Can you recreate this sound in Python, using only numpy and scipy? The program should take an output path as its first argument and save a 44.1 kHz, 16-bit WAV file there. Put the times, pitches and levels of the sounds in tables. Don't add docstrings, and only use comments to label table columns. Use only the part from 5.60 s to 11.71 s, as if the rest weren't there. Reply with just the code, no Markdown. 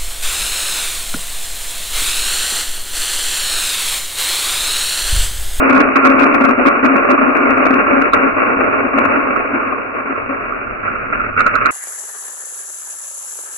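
import sys
import numpy as np
from scipy import signal
from scipy.fft import rfft, irfft, next_fast_len
from scipy.io import wavfile
from scipy.ndimage import uniform_filter1d, minimum_filter1d

SR = 44100
rng = np.random.default_rng(int(sys.argv[2]) if len(sys.argv) > 2 else 0)


def log_audio(samples):
    frames = np.atleast_2d(samples).T
    limited = np.clip(frames, -1, 1)
    pcm = np.round(limited * 32767).astype(np.int16)
    wavfile.write(sys.argv[1], SR, pcm)


def voltage_ratio(level):
    return 10 ** (np.asarray(level, float) / 20)


N = 269451
TOP_HZ = 3000
# low_hz, high_hz
WALL_BAND_HZ = (960, 1650)

# time_s, level_db
RUMBLE_LEVEL = [
    (0.0, -34),
    (0.5, -38),
    (1.5, -38.5),
    (3.499, -36),
    (4.34, -42.5),
    (4.88, -38.5),
    (5.33, -32.5),
    (6.0, -31),
    (6.11, -37.5),
]
# frequency_hz, density_db_per_hz
RUMBLE_SPECTRUM = [(20, -6.5), (32, -2.5), (38, 3), (46, -7.5), (68, -9), (85, -9.5), (98, 1), (125, -7.5),
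                   (170, -13.5), (250, -1)]
# frequency_hz, width_hz, left_db, right_db, right_lag_turns
FLOOR_MODES = [
    (269, 13, 7.5, -2, 0.02),
    (337, 21, -5, -11, 0.37),
    (470, 27, -22, -19, 0.046),
    (566.4, 10, -1, -6, 0.23),
    (614, 65, -14.5, -16.5, 0.82),
]
# frequency_hz, density_db_per_hz
LEFT_PORT_SPECTRUM = [(150, -22), (250, -5.5), (400, -5.5), (650, -4.5), (760, -10), (910, -10.5),
                      (990, -6.5), (1150, -1.5), (1450, -3), (1850, -14), (2300, -10), (2590, -10),
                      (2780, -15.5), (2980, -33.5)]
RIGHT_PORT_SPECTRUM = [(150, -12), (230, -6), (500, -5), (880, -13.5), (990, -16), (1090, 1), (1280, 0),
                       (1410, 3.5), (1550, -8), (1750, -14), (2050, -14.5), (2280, -10.5), (2520, -13.5),
                       (2900, -38.5)]

# time_s, flow_db, floor_cover_share (0 bare to 1 under the heap)
STREAM_FLOW = [(0.0, -15.5, 0.05), (0.449, -17, 0.23), (1.0, -17, 0.12), (1.6, -18, 0),
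               (2.301, -16.5, 0.36), (2.9, -18, 0), (3.7, -17.5, 0.19), (4.001, -22, 0.2),
               (4.399, -24.5, 0.1), (4.999, -26.5, 0.7), (5.402, -24.5, 0.8), (5.75, -26.5, 1),
               (6.11, -23.5, 0.8)]
# landing_s, lull_db, lull_length_s, spurt_db
HAND_SHAKES = [(0.354, -5.5, 0.13, 8), (0.428, -5.5, 0.067, 3.5), (0.581, 0, 0.049, 3.5),
               (0.736, -2.5, 0.034, -0.5), (0.842, -1, 0.06, 3), (0.975, -7.5, 0.06, -1.5),
               (1.05, -4, 0.04, 5), (1.226, -5, 0.094, 3.5), (1.486, -2.5, 0.038, 7), (1.575, -8, 0.03, 0),
               (2.099, -3, 0.044, 0), (2.261, -3, 0.063, 1), (2.529, -12, 0.061, 2), (2.763, -7, 0.084, 1),
               (2.986, -3.5, 0.064, -1.5), (3.121, -3.5, 0.079, -1.5), (3.333, -6.5, 0.17, -1),
               (3.699, -4, 0.12, -1), (3.933, -4, 0.27, 3), (4.35, -5, 0.27, 2), (4.453, -6, 0.05, 1.5),
               (4.688, -7, 0.062, 2.5), (5.227, -4.5, 0.23, 4.5), (5.518, -2.5, 0.22, 8),
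               (5.593, -1, 0.017, 5), (5.772, -2.5, 0.11, 16), (5.865, 0, 0.019, 7),
               (5.955, 1.5, 0.027, 10), (6.01, -3, 0.02, 5), (6.05, -5, 0.02, 8)]
# loudest_s, over_stream_db, half_length_s
FLOOR_THUMPS = [(0.01, 13.5, 0.021), (0.175, 11.5, 0.07), (0.298, 17.5, 0.022), (0.356, 12.5, 0.03),
                (0.481, 14, 0.063), (0.631, 12, 0.05), (0.743, 11, 0.027), (0.863, 14, 0.055),
                (0.907, 9.5, 0.013), (1.0, 15, 0.02), (1.066, 13.5, 0.033), (1.241, 14, 0.038),
                (1.343, 11, 0.03), (1.522, 14.5, 0.04), (1.63, 9, 0.024), (1.7, 13, 0.02),
                (1.847, 10, 0.06), (1.995, 8.5, 0.07), (2.143, 12, 0.045), (2.326, 15.5, 0.027),
                (2.393, 14, 0.025), (2.639, 7, 0.058), (2.971, 12, 0.02), (3.252, 19.5, 0.016),
                (3.389, 9, 0.035), (3.603, 8, 0.04), (3.7, 11, 0.018), (3.955, 11, 0.052), (4.484, 6, 0.04),
                (4.697, 14.5, 0.035)]
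# start_s, peak_db, pitch_hz, left_over_right_db
WALL_STRIKES = [(0.3618, -4.5, 1415, -6), (0.428, -6.5, 1358, -6.5), (0.618, -8.5, 1443, 1),
                (0.889, -8, 1200, 1), (1.0515, 0, 1158, 4.5), (1.1677, -6.5, 1254, -1),
                (1.5771, -4, 1158, -2), (1.6164, -3.5, 1280, -4), (1.9056, -9.5, 1327, -7.5),
                (2.1093, -10.5, 1353, -5), (2.5325, 7, 1240, -8), (2.662, -12, 1383, -2.5),
                (3.0092, -7, 1280, 8.5), (3.202, -11, 1375, 0), (3.456, -11.5, 1096, 0),
                (3.5895, -9.5, 1300, 2.5), (3.7603, -6, 1358, -5), (4.1233, -5, 1130, 6),
                (4.922, -8, 1227, -9.5), (5.241, -15.5, 1302, -6.5), (5.279, -4, 1420, -4),
                (5.3581, -11.5, 1368, -12), (5.5247, -13.5, 1400, -9.5), (5.604, -5, 1320, -1.5),
                (5.765, -6.5, 1383, -4.5), (5.804, -1, 1377, -13), (5.8626, -3, 1388, -4),
                (5.953, -3, 1378, -15), (6.0167, -2.5, 1248, -3.5), (6.0558, 0.5, 1346, -10.5)]

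# landing_s, crackle_db
LEFT_OVERLOADS = [(0.096, -42.5), (0.106, -33.5), (0.151, -37), (0.168, -31.5), (0.372, -36.5),
                  (0.5, -35.5), (0.596, -29), (0.612, -36.5), (0.661, -41), (0.749, -31), (0.811, -42),
                  (0.852, -32), (0.891, -39), (0.911, -42), (1.25, -36.5), (1.262, -35), (1.368, -40.5),
                  (1.518, -36.5), (1.756, -41), (1.771, -42), (1.911, -37), (1.978, -42), (2.058, -35.5),
                  (2.142, -38.5), (2.421, -36.5), (2.544, -28.5), (2.835, -42.5), (3.013, -39), (3.39, -35),
                  (3.457, -40.5)]
RIGHT_OVERLOADS = [(0.131, -37), (0.161, -37), (0.178, -36.5), (0.213, -30), (0.365, -28), (0.516, -41.5),
                   (0.819, -36.5), (0.844, -39.5), (1.243, -39), (1.359, -42.5), (1.508, -35.5),
                   (2.536, -17.5), (3.766, -44.5), (5.798, -41.5), (5.944, -50), (5.956, -29.5),
                   (5.969, -59), (6.06, -25), (6.072, -47)]
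# landing_s, left_crackle_db,
# right_crackle_db
BOTH_OVERLOADS = [(0.188, -45, -48), (0.207, -30.5, -34), (0.457, -30.5, -25), (0.471, -34, -35),
                  (0.512, -42, -70), (0.545, -48, -48), (0.56, -46, -70), (0.625, -29.5, -41),
                  (0.639, -32, -31), (0.668, -46, -42), (0.681, -44, -70), (1.053, -42, -70),
                  (1.068, -25, -37), (1.082, -30, -35), (1.381, -44, -70), (2.068, -35.5, -45),
                  (2.111, -41, -39.5), (2.191, -44, -70), (2.539, -30, -20), (5.807, -46, -25),
                  (5.815, -70, -38), (5.866, -36, -34), (5.873, -70, -33)]


def evened(x):
    return x / np.sqrt(np.mean(x ** 2) + 1e-20)


def read(spectrum, hz):
    f, value = np.transpose(spectrum)
    return np.interp(np.log(hz + 1), np.log(f + 1), value)


def colour(x, gain):
    size = next_fast_len(x.shape[-1])
    hz = np.fft.rfftfreq(size, 1 / SR)
    return irfft(rfft(x, size) * gain(hz), size)[..., :x.shape[-1]]


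def above(hz, edge_hz):
    return 1 / np.sqrt(1 + np.exp(24 * np.log(edge_hz / (hz + 1) + 1e-9)))


def between(low_hz, high_hz):
    return lambda hz: above(hz, low_hz) * above(high_hz, hz)


def steadied(x, seconds, share):
    power = uniform_filter1d((x ** 2).mean(0), round(seconds * SR))
    return evened(x / (abs(power) + 1e-12) ** (share / 2))


def ports(hz):
    level_db = np.array([read(LEFT_PORT_SPECTRUM, hz), read(RIGHT_PORT_SPECTRUM, hz)])
    return voltage_ratio(level_db) * (hz < TOP_HZ)


def rumble():
    time_s, level_db = np.transpose(RUMBLE_LEVEL)
    both, left, right = rng.standard_normal((3, N))
    own = colour(np.array([left, right]), lambda hz: np.clip(hz / 120, .3, 1))
    shake = colour(1.6 * both + own, lambda hz: voltage_ratio(read(RUMBLE_SPECTRUM, hz)) * (hz < 250))
    level_db = np.interp(np.arange(N) / SR, time_s, level_db)
    return voltage_ratio(level_db + np.array([[0.6], [-3.6]])) * evened(shake)


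def landings(per_s, spread_db):
    size = voltage_ratio(spread_db * np.minimum(rng.exponential(1, N), 5))
    lands = rng.random(N) < per_s / SR
    return size * lands * rng.choice([-1., 1.], N)


def knocks():
    blows = landings(per_s=70, spread_db=4.0)
    side = voltage_ratio(5.0 * rng.uniform(-1, 1, N))
    t = np.arange(SR // 200) / SR
    blow = rng.standard_normal((2, len(t))) * voltage_ratio(-60 * t / 0.004)
    return evened(signal.oaconvolve(blows * np.array([side, 1 / side]), blow, axes=1)[:, :N])


def strays(flow_db):
    per_s, over_flow_db = 7.3, 1
    gap, size, pitch, side = rng.random((90, 4)).T
    start_s = np.cumsum((.4 + 1.2 * gap) / per_s)
    peak_db = np.interp(start_s, np.arange(N) / SR, flow_db) + over_flow_db + 6 * (size - .5)
    rows = zip(start_s, peak_db, 1080 + 340 * pitch, 14 * (side - .7))
    return [row for row in rows if row[0] < N / SR]


def strikes(rows):
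    t, out = np.arange(SR // 10) / SR, np.zeros((2, N + SR))
    shape = (1 - np.exp(-t / 0.0014)) * voltage_ratio(-60 * t / 0.039)
    for (start_s, peak_db, pitch_hz, pan_db), chance in zip(rows[::-1], rng.random((150, 6))):
        split_hz, phase_turns = 60 + 60 * chance[:2, None], 0.38 * chance[2:4, None]
        beat = np.cos(2 * np.pi * (split_hz * t + phase_turns))
        pair = np.sin(2 * np.pi * pitch_hz * t) * beat
        click_hz = 2200 + 450 * chance[4:, None]
        click = np.sin(2 * np.pi * click_hz * t) * voltage_ratio(-8 - 60 * t / 0.01)
        level = voltage_ratio(peak_db + 3.5 + np.array([[.5], [-.5]]) * pan_db)
        at = round(start_s * SR)
        out[:, at:at + len(t)] += level * shape * (pair + click)
    return out[:, :N]


def boom(hits):
    t, ring = np.arange(SR // 6) / SR, 0
    for hz, width_hz, left_db, right_db, lag_turns in FLOOR_MODES:
        swing = np.sin(2 * np.pi * (hz * t - np.array([[0], [lag_turns]])))
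        decay = np.sqrt(width_hz) * np.exp(-np.pi * width_hz * t)
        ring = ring + voltage_ratio(np.array([[left_db], [right_db]])) * decay * swing
    return signal.oaconvolve(hits[None], ring, axes=1)[:, :N]


def thumping(t):
    runs = (voltage_ratio(db) ** 2 * np.exp(-((t - s) / half_s) ** 2) for s, db, half_s in FLOOR_THUMPS)
    return np.sqrt(1 + sum(runs))


def floor_boom(hits):
    off_centre = boom(landings(per_s=3700, spread_db=2.0)) * np.array([[.15], [.7]])
    return colour(steadied(boom(hits) + off_centre, 0.16, 0.89), lambda hz: above(hz, 234))


def scatter(hits, t60, shared, count=5):
    t = np.arange(SR // 7) / SR
    spot = rng.integers(0, count, N)
    both, left, right = rng.standard_normal((3, count, len(t))) * voltage_ratio(-60 * t / t60)
    modes = rfft(np.sqrt(shared) * both + np.sqrt(1 - shared) * np.array([left, right]))
    modes /= np.sqrt(uniform_filter1d((abs(modes) ** 2).mean(1, keepdims=True), size=5))
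    rings, size = irfft(modes, len(t)), next_fast_len(N + len(t))
    hits_by_spot = hits * (spot == np.arange(count)[:, None])
    return irfft((rfft(hits_by_spot, size) * rfft(rings, size)).sum(1), size)[:, :N]


def heap_thuds(hits):
    thud = colour(scatter(hits, t60=0.082, shared=0.085), between(200, WALL_BAND_HZ[0]))
    return steadied(thud, 0.13, 0.15)


def bean_clicks(hits):
    click = colour(scatter(hits, t60=0.056, shared=0), between(WALL_BAND_HZ[1], TOP_HZ))
    return steadied(click, 0.2, 0.37)


def wall_ring(hits, cover):
    wall = colour(scatter(hits, t60=0.058, shared=0.038), between(*WALL_BAND_HZ))
    lower_modes = colour(wall, lambda hz: above(1130, hz))
    buried = 1 - voltage_ratio(-15.5 * cover ** 3)
    return steadied(wall - lower_modes * buried, 0.022, 0.85)


def shaking(t):
    landing_s, lull_db, length_s, spurt_db = np.transpose(HAND_SHAKES)[:, :, None]
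    landed = np.clip((t - landing_s) / 0.0061, 0, 1)
    lulls = lull_db * np.clip(1 + (t - landing_s) / length_s, 0, 1) * (1 - landed)
    spurts = spurt_db * landed * np.exp(-np.maximum(t - landing_s, 0) / 0.062)
    return lulls.sum(0), spurts.sum(0)


def pour():
    t = np.arange(N) / SR
    coarse = t[::44]
    time_s, flow_db, cover = np.transpose(STREAM_FLOW)
    flow_db, cover = np.interp(t, time_s, flow_db), np.interp(t, time_s, cover)
    lulls, spurts = (np.interp(t, coarse, curve) for curve in shaking(coarse))
    thumps = np.interp(t, coarse, thumping(coarse))

    def gain(over_flow_db, lull_share, spurt_share, buried_db):
        return voltage_ratio(flow_db + over_flow_db + lull_share * lulls + spurt_share * spurts + buried_db * cover)

    hits = landings(per_s=2200, spread_db=3.5)
    floor = gain(-6, 2.6, 0.43, buried_db=-11) * thumps * floor_boom(hits)
    heap = gain(7, 0.81, 0.18, buried_db=-4.5) * heap_thuds(hits)
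    clicks = gain(9, 0.84, 0.88, buried_db=-0.5) * bean_clicks(hits)
    wall = gain(3.5, 1, 1, buried_db=0) * wall_ring(hits, cover)
    single = gain(6.5, 1, 0, buried_db=0) * knocks()
    hard = strikes(strays(flow_db + lulls) + WALL_STRIKES)
    return floor + colour(wall + heap + clicks + single + hard, ports)


def heaviest(x):
    heavy, top_db = np.zeros((2, N + SR)), np.full((2, N + SR), -.6)
    for port, own in enumerate((LEFT_OVERLOADS, RIGHT_OVERLOADS)):
        shared = [(row[0], row[1 + port]) for row in BOTH_OVERLOADS]
        for landing_s, crackle_db in own + shared:
            half_s = (.005 + .0002 * (crackle_db + 40)) * (crackle_db > -55)
            span = slice(round((landing_s - half_s) * SR), round((landing_s + half_s) * SR))
            heavy[port, span] = 1
            top_db[port, span] = 1.35 + 0.15 * (crackle_db + 39.5)
    reach = SR // 250
    peak = -minimum_filter1d(-abs(x), 2 * reach, axis=1) + 1e-9
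    gain_db = np.minimum(top_db[:, :N] - 20 * np.log10(peak), 9 * heavy[:, :N])
    return x * voltage_ratio(uniform_filter1d(gain_db, reach, axis=1))


def scene():
    beans = heaviest(pour())
    return beans + rumble()


def top_cut(x):
    return signal.sosfilt(signal.butter(12, 15900, fs=SR, output="sos"), x)


def record(dry):
    steep = signal.firwin(1023, TOP_HZ, window=("kaiser", 10), fs=SR)
    dull = signal.oaconvolve(dry, steep[None], "same")
    clipped = np.clip(dull, -1, 1)
    crackle = colour(clipped - dull, between(TOP_HZ, 4000))
    size = SR // 16
    burst = np.hanning(size) * np.linspace(.2, 1.8, size) * rng.standard_normal((2, size))
    smear = signal.oaconvolve(crackle, burst / np.linalg.norm(burst[0]), "same")
    hiss = colour(rng.standard_normal(dry.shape), between(4300, 15500))
    mix = np.clip(clipped + voltage_ratio(-11.5) * smear, -1, 1) + voltage_ratio(-82) * hiss
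    return top_cut(mix)


dry = scene()
out = record(dry)
log_audio(out)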